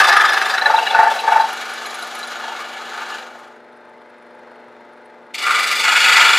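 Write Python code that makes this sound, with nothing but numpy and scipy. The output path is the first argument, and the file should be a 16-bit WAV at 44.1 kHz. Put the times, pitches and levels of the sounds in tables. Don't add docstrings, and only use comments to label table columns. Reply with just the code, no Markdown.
import sys
import numpy as np
from scipy import signal
from scipy.fft import rfft, irfft
from scipy.io import wavfile

SR = 44100
rng = np.random.default_rng(int(sys.argv[2]) if len(sys.argv) > 2 else 0)


def volts(x):
    e = np.asarray(x, float) / 20
    return 10 ** e


def output_pcm(signal):
    pcm = np.clip(np.atleast_2d(signal).T, -1, 1) * 32767
    wavfile.write(sys.argv[1], SR, np.round(pcm).astype(np.int16))


N = 281358
STROKE_HZ, MAINS_HUM_HZ = 24.15, 120


def rms_one(x):
    return x / np.sqrt(np.mean(x ** 2) + 1e-20)


def coloured(x, points):
    hz, db = np.transpose(points)
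    bins = np.fft.rfftfreq(x.shape[-1], 1 / SR) + 1
    gain = volts(np.interp(np.log(bins), np.log(hz), db))
    return irfft(rfft(x) * gain, x.shape[-1])


def resonance(x, hz, width_hz):
    r = np.exp(-np.pi * max(width_hz, 4) / SR)
    top = (1 - r * r) / 2 * np.array([1, 0, -1])
    return signal.lfilter(top, [1, -2 * r * np.cos(2 * np.pi * hz / SR), r * r], x)


def band(x, low_hz, high_hz):
    return signal.sosfilt(signal.butter(4, [low_hz, high_hz], "band", fs=SR, output="sos"), x)


def drift(rate_hz):
    steps = rng.standard_normal(int(N / SR * 40) + 2)
    r = np.exp(-2 * np.pi * rate_hz / 40)
    slow = rms_one(signal.lfilter([1], [1, -r], steps))
    return np.interp(np.arange(N) / SR * 40, np.arange(len(slow)), slow)


def shop(x):
    t60_s, echo_db, side_db, wall_cut_hz = .35, -14, -29, 2500
    t = np.arange(int(.6 * SR)) / SR
    echoes = rng.standard_normal((2, len(t))) * volts(-60 * t / t60_s) * (t > .004)
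    echoes[0] = signal.lfilter(*signal.butter(1, wall_cut_hz, fs=SR), echoes[0])
    echoes[1] = signal.lfilter(*signal.butter(1, 3 * wall_cut_hz, fs=SR), echoes[1])
    echoes /= np.sqrt(np.sum(echoes ** 2, axis=1, keepdims=True))
    mid, side = signal.fftconvolve(x[None], echoes, axes=1)[:, :N]
    mid = x + volts(echo_db) * mid
    return mid + volts(side_db) * side * [[1], [-1]]


# (time_s, lead_strokes)
CRANK_LEAD = [(0, -.17), (.5, -.17), (1.2, -.02), (2, -.07), (3, .02), (4.2, 0), (5.2, -.15), (6.38, -.08)]


def crank():
    t = np.arange(N) / SR
    return STROKE_HZ * t + np.interp(t, *np.transpose(CRANK_LEAD))


def bite(turns, depth_db, sharp):
    angle = 2 * np.pi * turns
    push = (.5 + .5 * np.cos(angle - .6 * np.cos(angle))) ** sharp
    return volts(-depth_db) + push


# (time_s, level_db)
MOTOR_LOAD = [(0, -48), (3.1, -48), (3.45, -51), (4.2, -51.5), (4.45, -50), (5.3, -52), (5.6, -48),
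              (6.38, -47)]
# (order_strokes, level_db)
ORDER_SWELL = [(1, -56), (3, -49), (5, -22.5), (8, -33), (12, -26.5), (17, -10), (33, -10.5), (42, -11)]
# (order_strokes, level_db)
STRONG_ORDERS = [(9, -16), (10, -3), (14, -10), (15, -4), (18, -1), (20, -5), (21, -3), (24, -6), (25, 0),
                 (29, -7), (32, -7), (36, 0), (39, -7)]


def motor_tones(turns):
    t = np.arange(N) / SR
    tones = 0
    strong = dict(STRONG_ORDERS)
    for order in range(1, 43):
        level_db = strong.get(order, np.interp(order, *np.transpose(ORDER_SWELL)))
        on_mains = order % 5 == 0
        cycles = order / 5 * MAINS_HUM_HZ * t if on_mains else order * turns
        wobble = (.03 if on_mains else .9) * drift(2.5)
        unsteady_db = (.6 if on_mains else 3.5) * drift(3)
        level_db = level_db + 2.0 * on_mains - 0.4 + unsteady_db
        tones += volts(level_db) * np.sin(2 * np.pi * (cycles + rng.random()) + wobble)
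    return volts(np.interp(t, *np.transpose(MOTOR_LOAD))) * tones


# (pitch_hz, level_db per Hz)
FRAME_NOISE = [(35, -60), (60, -27), (183, -9.5), (231, -5), (285, -2.5), (423, -17), (848, -10.5),
               (1120, -2.5), (1550, 0.5), (2980, -17), (3580, -19.5), (15500, -52)]
# (pitch_hz, width_hz, level_db)
FRAME_MODES = [(1430, 19, -6), (2050, 22, 2), (3620, 140, -14), (4160, 84, -13.5), (4900, 53, -20.5),
               (5650, 41, -33), (7400, 93, -31.5)]


def frame_rattle(turns):
    t = np.arange(N) / SR
    buzz = 1 + 0.18 * np.cos(2 * np.pi * MAINS_HUM_HZ * t)
    shaking = rng.standard_normal((2, N)) * buzz * bite(turns, -6.0, 6.7)
    rattle = coloured(shaking[0], FRAME_NOISE)
    for hz, width_hz, db in FRAME_MODES:
        rattle += volts(db - 1.0) * resonance(shaking[1], hz, width_hz)
    tick_strength = volts(4.7 * rng.standard_normal(200))[np.round(turns).astype(int)]
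    tick = rng.standard_normal(N) * bite(turns, 30, 2.8) * tick_strength
    tick = resonance(resonance(tick, 9600, 1300), 9600, 1800)
    load = volts(np.interp(t, *np.transpose(MOTOR_LOAD)))
    return load * (volts(4.0) * rms_one(rattle) + volts(-25.5) * rms_one(tick))


def every_stroke(spells, turns, early, spread_db, pitch_spread):
    times_s = np.flatnonzero(np.diff(np.floor(turns + early))) / SR
    luck = np.clip(rng.standard_normal((len(times_s), 3)), -2, 2)
    rows = []
    for start, end, first_db, last_db, hz in spells:
        for at, (late, loud, high) in zip(times_s, luck):
            if start < at < end:
                level_db = np.interp(at, [start, end], [first_db, last_db]) + spread_db * loud
                rows.append((at + .003 * late, level_db, hz * (1 + pitch_spread * high)))
    return rows


def whistles(rows, length_s, gain_db, spread):
    out = np.zeros(N)
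    t = np.arange(int(length_s * SR)) / SR
    swell = np.sin(np.pi * (t / length_s) ** 0.48)
    for (s, peak_db, hz), (slide, low, high) in zip(rows, rng.standard_normal((len(rows), 3))):
        cycles = hz * t * (1 + 0.27 * slide * t)
        tone = np.sin(2 * np.pi * cycles)
        for side in (low, high):
            tone += 0.49 * np.sin(2 * np.pi * cycles * (1 + spread * side))
        at = max(round((s - .002) * SR), 0)
        out[at:at + len(t)] += volts(peak_db + gain_db) * (tone * swell)[:N - at]
    return out


# (start_s, end_s, first_db, last_db, pitch_hz)
CHIRP_SPELLS = [
    (0, .47, -22, -28.5, 10600),
    (.5, 1.4, -57, -35, 10300),
    (1.47, 1.76, -31, -30, 10700),
    (1.84, 2.3, -29, -34, 10500),
]


def blade_chirps(turns):
    rows = every_stroke(CHIRP_SPELLS, turns, .1, spread_db=5.5, pitch_spread=0.037)
    return whistles(rows, 0.017, -10.5, 0.08)


# (time_s, peak_db, pitch_hz)
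SQUEAKS = [(.5791, -10, 3930), (.616, -8.5, 4000), (.6589, -6, 3980), (.765, -9, 3710), (.7891, -4.5, 2760),
           (.829, -15, 2940), (.8714, -9, 2870), (.8714, -8.5, 3940), (.9058, -12.5, 3480),
           (.9477, -9, 2620), (1.1922, -13, 3980), (1.3249, -17, 2870), (1.8577, -20, 4100),
           (1.9, -21, 4000), (2.025, -21.5, 3990), (2.2313, -16.5, 3990), (3.1278, -21, 2870)]
# (start_s, end_s, first_db, last_db, pitch_hz)
SQUEAK_SPELLS = [
    (.07, .56, -10, -27, 3400),
    (5.33, 5.76, -27, -21, 3440),
    (5.9, 6.38, -11, -1.5, 3400),
]


def blade_squeaks(turns):
    rows = SQUEAKS + every_stroke(SQUEAK_SPELLS, turns, .17, spread_db=1.8, pitch_spread=.02)
    return whistles(rows, .016, -10, .03)


# (time_s, peak_db, pitch_hz)
KNOCKS = [(.5403, -9, 1720), (.5773, -11, 1730), (.622, -9.5, 1754), (.6603, -2.5, 1730),
          (.7087, -20, 1550), (.7866, -13, 1590), (.868, -6, 1730), (.9499, -4.5, 1476),
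          (1.2794, -11, 1550)]
# (start_s, end_s, first_db, last_db, pitch_hz)
KNOCK_SPELL = [
    (.1, .39, -2, -6.5, 1720),
]


def table_knocks(turns):
    rows = KNOCKS + every_stroke(KNOCK_SPELL, turns, 0.27, spread_db=0.0, pitch_spread=0.015)
    return whistles(rows, .018, -6, .047)


SLAP_GAP_S = .0403


def bounce_db(slap):
    off = slap - 2.5
    return -np.where(off < 0, 1.9, 1.5) * off ** 2


# (start_s, peak_db, count_slaps, added_slack_db)
BOUTS = [
    (.618, -5.5, 6, 10.5),
    (.907, -2, 6, 15),
    (1.237, -2.5, 6, 10.5),
    (2.396, -23.5, 4.1, 0),
    (2.894, -28, 4.4, 1.5),
    (5.8, -18, 4.5, -1),
]
# (pitch_hz, level_db, t60_s)
BOARD = [(704, -13, .08), (797, -16, .07), (849, 0, .078), (897, -2, .072), (945, -14, .06)]


def board_chatter():
    t = np.arange(int(.2 * SR)) / SR
    contact = 1 - np.exp(-(t / .005) ** 2)
    in_step = t - .0105
    out = np.zeros(N)
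    slaps = []
    for s, peak_db, count, _ in BOUTS:
        slaps += [(s + k * SLAP_GAP_S, peak_db + bounce_db(k)) for k in range(round(count))]
    for (s, peak_db), luck in zip(slaps, rng.standard_normal((len(slaps), 2, len(BOARD)))):
        ring = 0
        for (hz, db, t60_s), loud, phase in zip(BOARD, *luck):
            decay = volts(db + 1.3 * loud - 60 * t / t60_s)
            ring = ring + decay * np.sin(2 * np.pi * hz * in_step + phase * db / 7)
        ring = contact * ring
        at = round((s - .003) * SR)
        out[at:at + len(t)] += volts(peak_db + 3.0) * ring / np.abs(ring).max()
    return out


def tear(turns, depth_db, sharp):
    since = (turns + 0.17) % 1
    return volts(-depth_db) + np.minimum(since / 0.042, 1) * np.exp(-sharp * since)


def flecks(turns, count, spread_db):
    out, t = np.zeros(len(turns) + 2000), np.arange(int(0.027 * SR)) / SR
    shape = np.sin(np.pi * (t / t[-1]) ** 0.26)
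    for start in np.flatnonzero(np.diff(np.floor(turns + 0.17))):
        late, pitch, size = rng.random((3, count))
        starts = start + (late ** 2 * 0.015 * SR).astype(int)
        for at, hz, db in zip(starts, 3400 * 4.4 ** pitch ** .8, np.log(size + .05)):
            out[at:at + len(t)] += volts(-spread_db * db) * hz * shape * np.sin(2 * np.pi * hz * t)
    return rms_one(out[:len(turns)])


def teeth_and_ringing(turns, modes, grit, depth_db, grit_db, squeak_db, fleck_db, sharp):
    size, stroke = len(turns), np.round(turns).astype(int)
    tears = volts(2.0 * np.minimum(rng.exponential(1, size), 5)) * rng.standard_normal(size)
    tears = rms_one(tears) * volts(rng.standard_normal(200))[stroke]
    tearing = rms_one(tears * tear(turns, depth_db, sharp))
    tearing = tearing + volts(fleck_db) * flecks(turns, count=10, spread_db=1.0)
    sound = volts(grit_db) * coloured(tearing, grit)
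    for hz, width_hz, db in modes:
        caught = volts(squeak_db * rng.standard_normal(200))[stroke]
        pressure = bite(turns + rng.normal(0, 0.1), depth_db + 3.4 * np.log2(hz / 2000), 0.36)
        drive = rms_one(rng.standard_normal(size) * caught * pressure)
        sound += volts(db) * resonance(drive, hz, width_hz + hz / 100)
    return sound


# (low_hz, high_hz)
BANDS_HZ = [(350, 1020), (1020, 1900), (1900, 5400), (5400, 15600)]
FOLLOWS_FEED = [0.67, 0.86, 1.0, .9]
BLADE_DULLS_S = (2.33, 2.4, 5.45, 5.7)
BLADE_DULLS_DB = (-0.5, -3.5, -1.5, 1)


def cut(rows, mix_db, board_share, modes, grit, turns, **teeth):
    middle_db = -25
    s, feed_db, slack_db = np.transpose(rows)
    first, last = max(int(s[0] * SR), 0), min(int(s[-1] * SR), N)
    sound = teeth_and_ringing(turns[first:last], modes, grit, **teeth)
    t = np.arange(first, last) / SR
    from_start = t - s[0] + (s[0] == 0)
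    to_end = s[-1] - t + (last >= N - 99)
    ends = np.clip(np.minimum(from_start, to_end) / .02, 0, 1)
    feed, slack = np.interp(t, s, feed_db) - middle_db, np.interp(t, s, slack_db)
    for start, _, _, added_db in BOUTS:
        slack += np.maximum(added_db + bounce_db((t - start) / SLAP_GAP_S), 0)
    out = np.zeros(N)
    shakes = [board_share, 1, 0, 0]
    for (low, high), over_db, follows, share in zip(BANDS_HZ, mix_db, FOLLOWS_FEED, shakes):
        level_db = middle_db + over_db + follows * feed + share * slack
        if low > 5000:
            level_db = level_db + np.interp(t, BLADE_DULLS_S, BLADE_DULLS_DB)
        out[first:last] += ends * volts(level_db) * rms_one(band(sound, low, high))
    return out


# (time_s, feed_db, slack_db)
HEAVY = [
    (0, -12.5, -1),
    (.04, -19, 2),
    (.2, -20, 5),
    (.44, -24, -1.5),
    (.53, -24.5, -1),
    (.62, -26, 0.5),
]
HEAVY_MIX = [-0.5, 4, 1.5, -10]
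# (pitch_hz, width_hz, level_db)
HEAVY_MODES = [(794, 193, -4.5), (1202, 30, 0.5), (1720, 18, -2.5), (2620, 15, -13.5), (2870, 120, -23),
               (3180, 25, -19), (3570, 38, -14), (3980, 70, -17.5), (5100, 290, -31), (4920, 22, -22)]
# (pitch_hz, level_db per Hz)
HEAVY_GRIT = [(180, -64), (300, -22), (372, -2.5), (535, -26), (863, 6.5), (1000, -29), (1180, 3.5),
              (1320, 4), (1750, 0.5), (1970, -10), (4960, -24.5), (15500, -56)]


def heavy_cut(turns):
    return cut(HEAVY, HEAVY_MIX, .3, HEAVY_MODES, HEAVY_GRIT, turns,
               depth_db=14, grit_db=-7, squeak_db=3.0, fleck_db=3, sharp=4.0)


# (time_s, feed_db, slack_db)
LOOSE = [
    (.6, -27.5, 0),
    (.8, -25.5, 0),
    (1.2, -27.5, 0.0075),
    (1.44, -27.5, 0),
    (1.55, -43, 0),
]
LOOSE_MIX = [0, -3, -2, -10.5]
# (pitch_hz, width_hz, level_db)
LOOSE_MODES = [(1178, 44, -4.5), (1450, 136, -3.5), (1550, 15, -17), (1730, 60, -6.5), (2270, 42, -6.5),
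               (2620, 15, -7), (2730, 220, -9.5), (3340, 150, -9.5), (3820, 31, -12), (3980, 21, -7),
               (4540, 120, -21)]
# (pitch_hz, level_db per Hz)
LOOSE_GRIT = [(180, -53), (300, -21), (372, -15.5), (877, 4), (1020, -22), (1700, -8.5), (3750, -18),
              (4070, -16), (15500, -53)]


def loose_cut(turns):
    return cut(LOOSE, LOOSE_MIX, .55, LOOSE_MODES, LOOSE_GRIT, turns,
               depth_db=3, grit_db=-6, squeak_db=3.5, fleck_db=-4, sharp=3.5)


# (time_s, feed_db, slack_db)
LIGHT = [
    (1.45, -31.5, 2.5),
    (2.1, -34, -0.5),
    (2.5, -33.5, 2),
    (2.7, -35.5, -0.5),
    (3.16, -34.5, 2),
    (3.31, -47, 1),
    (3.45, -49, 2),
    (3.5, -57, 2.5),
    (3.6, -63, 1),
]
LIGHT_MIX = [-4.5, -1, 0.5, -8.5]
# (pitch_hz, width_hz, level_db)
LIGHT_MODES = [(692, 60, -8), (1228, 72, 4.5), (1414, 39, 3.5), (1720, 5.7, 4.5), (2280, 47, -5.5),
               (2870, 160, -10), (3324, 8.9, -8.5), (3440, 14, -13), (3990, 39, -15), (4900, 180, -22.5)]
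# (pitch_hz, level_db per Hz)
LIGHT_GRIT = [(180, -48), (300, -8), (348, -6), (543, -12), (860, 5.5), (1000, -11), (1440, 15), (1940, -7),
              (4070, -7.5), (5300, -22.5), (6900, -16.5), (8270, -28.5), (10800, -30.5), (15500, -44)]


def light_cut(turns):
    return cut(LIGHT, LIGHT_MIX, 0.4, LIGHT_MODES, LIGHT_GRIT, turns,
               depth_db=0, grit_db=-7.0, squeak_db=2.5, fleck_db=-7.0, sharp=2.2)


# (time_s, feed_db, slack_db)
ENTRY = [
    (5.335, -33, -15),
    (5.345, -19, -21),
    (5.372, -32, -10),
    (5.387, -24, -13),
    (5.477, -21, 4.5),
    (5.6, -19.5, 0),
    (5.76, -19, -2.5),
    (5.84, -16.5, -14),
]
ENTRY_MIX = [-10.5, 0.5, -0.5, -8]
# (pitch_hz, width_hz, level_db)
ENTRY_MODES = [(880, 54, -21), (1214, 14, 3), (1410, 31, -5), (1760, 21, -8), (2010, 82, -4), (2282, 42, 1),
               (2870, 110, -5.5), (3400, 44, -8.5), (3520, 12, -1.5), (3930, 27, -12), (4400, 34, -8.5),
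               (4600, 44, -26), (4850, 42, -12.5)]
# (pitch_hz, level_db per Hz)
NEXT_GRIT = [(180, -58), (300, -18), (863, -11), (1030, -14), (1370, 7.5), (1870, -17.5), (2320, 3.5),
             (3180, -12), (3450, -5), (5480, -24.5), (7490, -20.5), (15500, -40.5)]


def entry_cut(turns):
    return cut(ENTRY, ENTRY_MIX, 0.21, ENTRY_MODES, NEXT_GRIT, turns,
               depth_db=3.0, grit_db=-6.0, squeak_db=-1.1, fleck_db=-6.0, sharp=5.1)


# (time_s, feed_db, slack_db)
NEXT = [
    (5.82, -16.5, -8),
    (5.89, -17, 1.5),
    (6.02, -13.5, -4.5),
    (6.19, -12, 0),
    (6.3, -14.5, 0.5),
    (6.38, -14, -2.5),
]
NEXT_MIX = [-7.5, 1.5, 0.5, -10]
# (pitch_hz, width_hz, level_db)
NEXT_MODES = [(882, 66, -3), (1426, 87, 6), (1730, 72, -3), (1985, 21, 0), (2190, 51, -2), (2540, 34, -3),
              (2870, 27, 1), (3405, 26, -5), (3800, 40, -17), (4360, 7.7, -4.5), (4590, 30, -8),
              (4990, 18, -13), (4800, 13, -26), (7170, 330, -16.5)]


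def next_cut(turns):
    return cut(NEXT, NEXT_MIX, 1.2, NEXT_MODES, NEXT_GRIT, turns,
               depth_db=1.0, grit_db=-2.5, squeak_db=0.0, fleck_db=-14, sharp=3.1)


# (pitch_hz, level_db over the right)
LEFT_OVER_RIGHT = [(60, 4), (250, 2), (800, 2.3), (1500, 1.1), (5000, .6), (15000, .1)]


def scene():
    turns = crank()
    tones = motor_tones(turns)
    saw = frame_rattle(turns)
    saw += blade_chirps(turns) + blade_squeaks(turns) + table_knocks(turns)
    saw += board_chatter()
    saw += heavy_cut(turns) + loose_cut(turns) + light_cut(turns)
    saw += entry_cut(turns) + next_cut(turns)
    left, right = volts(-2.0) * shop(saw) + tones
    return np.array([coloured(left, [(hz, db / 2) for hz, db in LEFT_OVER_RIGHT]),
                     coloured(right, [(hz, -db / 2) for hz, db in LEFT_OVER_RIGHT])])


def low_pass(x):
    return signal.sosfilt(signal.butter(12, 15640, fs=SR, output="sos"), x)


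def record(dry):
    bass_cut = signal.butter(1, 70, "high", fs=SR, output="sos")
    top_cut = signal.cheby2(16, 60, 15950, fs=SR, output="sos")
    overloaded = np.clip(signal.sosfilt(bass_cut, dry), -1, 1)
    return low_pass(signal.sosfilt(top_cut, overloaded))


dry = scene()
out = record(dry)
output_pcm(out)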